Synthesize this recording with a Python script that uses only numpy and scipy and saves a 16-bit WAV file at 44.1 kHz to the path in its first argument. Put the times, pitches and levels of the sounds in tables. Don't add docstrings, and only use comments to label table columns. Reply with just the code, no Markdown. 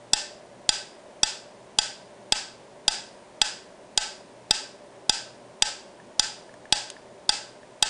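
import sys
import numpy as np
from scipy import signal
from scipy.fft import rfft, irfft, next_fast_len
from scipy.io import wavfile
from scipy.ndimage import minimum_filter1d

SR = 44100
rng = np.random.default_rng(int(sys.argv[2]) if len(sys.argv) > 2 else 0)


def store_wav(level_fs):
    pcm = np.round(np.clip(np.atleast_2d(level_fs), -1, 1) * 32767)
    wavfile.write(sys.argv[1], SR, pcm.T.astype(np.int16))


N = 347949

# start_s, force_db
TICK_TIMES = [(0.1332, 1), (0.6909, 0), (1.2317, 0), (1.7864, -1.5), (2.3222, -0.5), (2.8798, 0),
              (3.4155, 0), (3.9757, -1), (4.5086, -1), (5.0947, -0.5), (5.6222, 0.5), (6.195, -1),
              (6.7242, 0.5), (7.2919, -1.5), (7.8251, 0)]
# pitch_hz, level_db, fade_s, swing_db
# A fade is the time to fall by 60 dB. swing_db is added on one swing and taken off on the other.
CASE_TONES = [(633.5, -45, 0.096, 0), (705, -40.5, 0.075, -2), (846.4, -20, 0.047, 0.1),
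              (1303, -39, 0.084, -0.5), (1546.6, -28, 0.059, -1), (1688, -34.5, .045, -0.5),
              (1788, -37, 0.086, 1.5), (1918, -38.5, 0.039, -1), (2010, -35, 0.064, -1.5),
              (2594, -31.5, 0.042, -4.5), (2630, -27.5, 0.047, 3), (2790, -35, 0.061, 0),
              (3332, -11.5, 0.021, -0.5), (3498, -12, 0.014, -0.5), (3700, -12, 0.017, 0),
              (4285, -33.5, 0.025, -4.5), (4707, -15.5, 0.032, 0.5), (4812, -15, 0.024, -1),
              (4930, -12, 0.018, -4), (5070, -21.5, .023, 8), (5734, -23, 0.036, 1), (6310, -36, .02, -5),
              (6530, -29.5, 0.014, 0.5), (7105, -27, 0.035, -5.5), (7640, -22.5, .021, 3.5),
              (7940, -21.5, 0.022, 3), (8470, -30, 0.036, -0.5), (9270, -27, .012, -2.5),
              (9880, -28, 0.02, 0)]
# time_s, tilt_db_per_octave
BRIGHTNESS = [(0.1, 1), (3.4, -0.5), (5.6, 0.16), (7.8, -0.6)]
# pitch_hz, level_db
ECHO_COLOUR = [(100, -42), (550, -12.5), (850, -8), (1100, -3), (1550, 0), (2250, 1), (2650, 5), (3500, 5),
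               (4300, 5.5), (4800, 10.5), (5300, 7.5), (6300, 3.5), (7600, 6), (8700, 0), (10000, -8)]
# pitch_hz, fade_s
ECHO_FADES = [(300, 1), (850, 0.34), (1600, 0.46), (3500, 0.43), (5000, 0.42), (7500, 0.38), (10000, 0.35)]
# start_s, knock_db, snap_db
HAND_CLICKS = [(6, -38.5, -56), (6.4935, -39.5, -59), (6.5400, -39.5, -45), (6.6551, -34.5, -50),
               (6.9010, -41, -23.5), (6.9664, -34.5, -60), (7.6316, -40, -64)]
# pitch_hz, level_db
NOISE_COLOUR = [(25, -15), (75, -12), (125, -10.5), (200, 0), (330, -2.5), (450, -1.5), (630, 2.5),
                (780, -4), (950, -3), (1250, -12.5), (1650, -12), (2200, -15.5), (4000, -20),
                (10000, -24.5)]
# pitch_hz, half_width_hz, level_db
DRONE_TONES = [(123.8, 3.8, -66), (384.5, 24, -59), (589.3, 21, -56)]


def metronome(strike_db=13.5, strike_delay_s=.00065, bounce_db=-9, bounce_s=.0055):
    out, t = np.zeros(N), seconds(.1)
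    for k, (start_s, force_db) in enumerate(TICK_TIMES):
        hit_s = start_s + strike_delay_s
        force = from_db(strike_db + force_db)
        tilt_db = np.interp(hit_s, *np.transpose(BRIGHTNESS))
        strike = force * (case_ring(t, (-1) ** k, tilt_db) + steel_crack(t) - low_thump(t))
        scrape = tooth_scrape()
        bounce = from_db(bounce_db) * band(strike, 4200, 8700)
        add(out, hit_s - len(scrape) / SR, scrape)
        add(out, hit_s, strike)
        add(out, hit_s + bounce_s * rng.uniform(.76, .83), bounce)
        add(out, hit_s, force * near_echoes(t))
        add(out, hit_s, sum(room_echo(part) for part in spread_into_room(strike)))
    return out


def case_ring(t, swing, tilt_db, vary_db=.8, detune=.001, rise_cycles=.7):
    hz, level_db, fade_s, swing_db = np.transpose(CASE_TONES)[:, :, None]
    level_luck, pitch_luck = rng.standard_normal((2, len(hz), 1))
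    brightness_db = tilt_db * np.log2(hz / 4500)
    strength = from_db(level_db + swing * swing_db + brightness_db + vary_db * level_luck)
    direction = (-1) ** np.arange(len(hz))[:, None]
    cycles = hz * (1 + detune * pitch_luck) * t
    swell = 1 - np.exp(-cycles / rise_cycles)
    return np.sum(strength * direction * fade(t, fade_s) * swell * np.cos(2 * np.pi * cycles), axis=0)


def steel_crack(t, snap_db=-8, snap_fade_s=.006, chatter_db=-22, chatter_fade_s=.019):
    contact = from_db(snap_db) * fade(t, snap_fade_s) + from_db(chatter_db) * fade(t, chatter_fade_s)
    return band(rng.standard_normal(len(t)) * contact, 2700, 7500)


def low_thump(t, level_db=-17, fade_s=.0013, top_hz=550):
    keep_lows = signal.butter(2, top_hz, fs=SR, output="sos")
    return from_db(level_db) * signal.sosfilt(keep_lows, fade(t, fade_s))


def tooth_scrape(level_db=-21, length_s=.0021):
    t = seconds(length_s)
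    return from_db(level_db) * band(rng.standard_normal(len(t)) * np.sqrt(t / length_s), 2600, 7500)


def steel_ring(pitch_hz=8980, level_db=-60, fade_s=1.8, vary_db=2):
    out, t = np.zeros(N), seconds(.5)
    damping = np.interp(t, [.36, .46], [1, 0])
    tone = np.sin(2 * np.pi * pitch_hz * t) * fade(t, fade_s) * damping
    for start_s, force_db in TICK_TIMES[1::2]:
        add(out, start_s, from_db(level_db + force_db + vary_db * rng.standard_normal()) * tone)
    return out


def near_echoes(t, level_db=-36, build_s=.0067, fade_s=.091):
    scatter = unit_level(band(rng.standard_normal(len(t)), 3100, 4000))
    swell = 1 - np.exp(-(t / build_s) ** 2)
    return from_db(level_db) * scatter * swell * fade(t, fade_s)


def spread_into_room(strike, panel_db=-3, whole_db=-21, click_db=9):
    panels = from_db(panel_db) * band(strike, 280, 1500) + from_db(whole_db) * strike
    click = from_db(click_db) * band(signal.unit_impulse(len(strike)), 1900, 14000)
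    return panels, click


def room_echo(sound, echo_db=-34, build_s=.029):
    t = seconds(.7)
    hz = np.arange(len(t) // 2 + 1) * SR / len(t)
    spectrum = rfft(rng.standard_normal(len(t))) * from_db(at_hz(ECHO_COLOUR, hz))
    tail = np.zeros(len(t))
    for centre_hz, fade_s in ECHO_FADES:
        share = at_hz([(f, float(f == centre_hz)) for f, _ in ECHO_FADES], hz)
        tail += irfft(spectrum * share, len(t)) * fade(t, fade_s)
    swell = 1 - np.exp(-(t / build_s) ** 2)
    return from_db(echo_db) * signal.fftconvolve(sound, tail * swell)


def handling_clicks(knock_hz=1740, knock_fade_s=.019, snap_fade_s=.017):
    out, t = np.zeros(N), seconds(.05)
    knock = np.sin(2 * np.pi * knock_hz * t) * fade(t, knock_fade_s)
    for start_s, knock_db, snap_db in HAND_CLICKS:
        snap = band(rng.standard_normal(len(t)) * fade(t, snap_fade_s), 1800, 10000)
        add(out, start_s, from_db(knock_db) * knock + from_db(snap_db) * snap)
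    return out


def murmur_and_hiss(noise_db=-49.5):
    size = next_fast_len(N)
    hz = np.arange(size // 2 + 1) * SR / size

    def noise(colour):
        return unit_level(irfft(rfft(rng.standard_normal(size)) * colour, size)[:N])

    drone = np.zeros(N)
    for pitch_hz, half_width_hz, level_db in DRONE_TONES:
        peak = 1 / (1 + ((hz - pitch_hz) / half_width_hz) ** 2)
        drone += from_db(level_db) * noise(peak)
    return from_db(noise_db) * noise(from_db(at_hz(NOISE_COLOUR, hz))) + drone


def auto_volume(x, limit_db=-5, recover_db_per_s=560, react_s=.00099, leak_db=-61, hold_samples=330):
    excess_db = np.maximum(20 * np.log10(np.abs(x) + 1e-9) - limit_db, 0)
    held_db = -minimum_filter1d(-excess_db, hold_samples, origin=(hold_samples - 1) // 2)
    ramp_db = recover_db_per_s * np.arange(N) / SR
    recovering_db = np.maximum.accumulate(held_db + ramp_db, axis=-1) - ramp_db
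    smoothing = np.exp(-1 / (react_s * SR))
    dip_db = signal.lfilter([1 - smoothing], [1, -smoothing], recovering_db)
    leak = from_db(leak_db) * dip_db
    return x * from_db(-dip_db) + leak


def from_db(db):
    return 10 ** (np.asarray(db) / 20)


def unit_level(x):
    return x / np.sqrt(np.mean(x ** 2) + 1e-20)


def at_hz(points, hz):
    pitches, values = np.transpose(points)
    return np.interp(np.log(np.maximum(hz, 1)), np.log(pitches), values)


def seconds(length_s):
    return np.arange(int(length_s * SR)) / SR


def fade(t, fade_s):
    return np.exp(-np.log(1000) * t / fade_s)


def band(x, low_hz, high_hz):
    return signal.sosfilt(signal.butter(2, [low_hz, high_hz], "band", fs=SR, output="sos"), x)


def add(track, start_s, sound):
    start = round(start_s * SR)
    track[start:start + len(sound)] += sound[:N - start]


def scene():
    return (metronome() + steel_ring() + handling_clicks() + murmur_and_hiss())[None]


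def record(dry, overload=.7, ceiling=.82, low_hz=5, high_hz=10000, top_cut_hz=16500):
    drift_filter = signal.butter(1, low_hz, "high", fs=SR, output="sos")
    treble_filter = signal.ellip(10, .3, 70, high_hz, fs=SR, output="sos")
    top_filter = signal.cheby2(12, 40, top_cut_hz, fs=SR, output="sos")
    centred = signal.sosfilt(drift_filter, auto_volume(dry))
    rounded = overload * np.tanh(centred / overload)
    dulled = signal.sosfilt(treble_filter, rounded)
    limited = dulled / (1 + (dulled / ceiling) ** 8) ** (1 / 8)
    return signal.sosfiltfilt(top_filter, limited)


dry = scene()
out = record(dry)
store_wav(out)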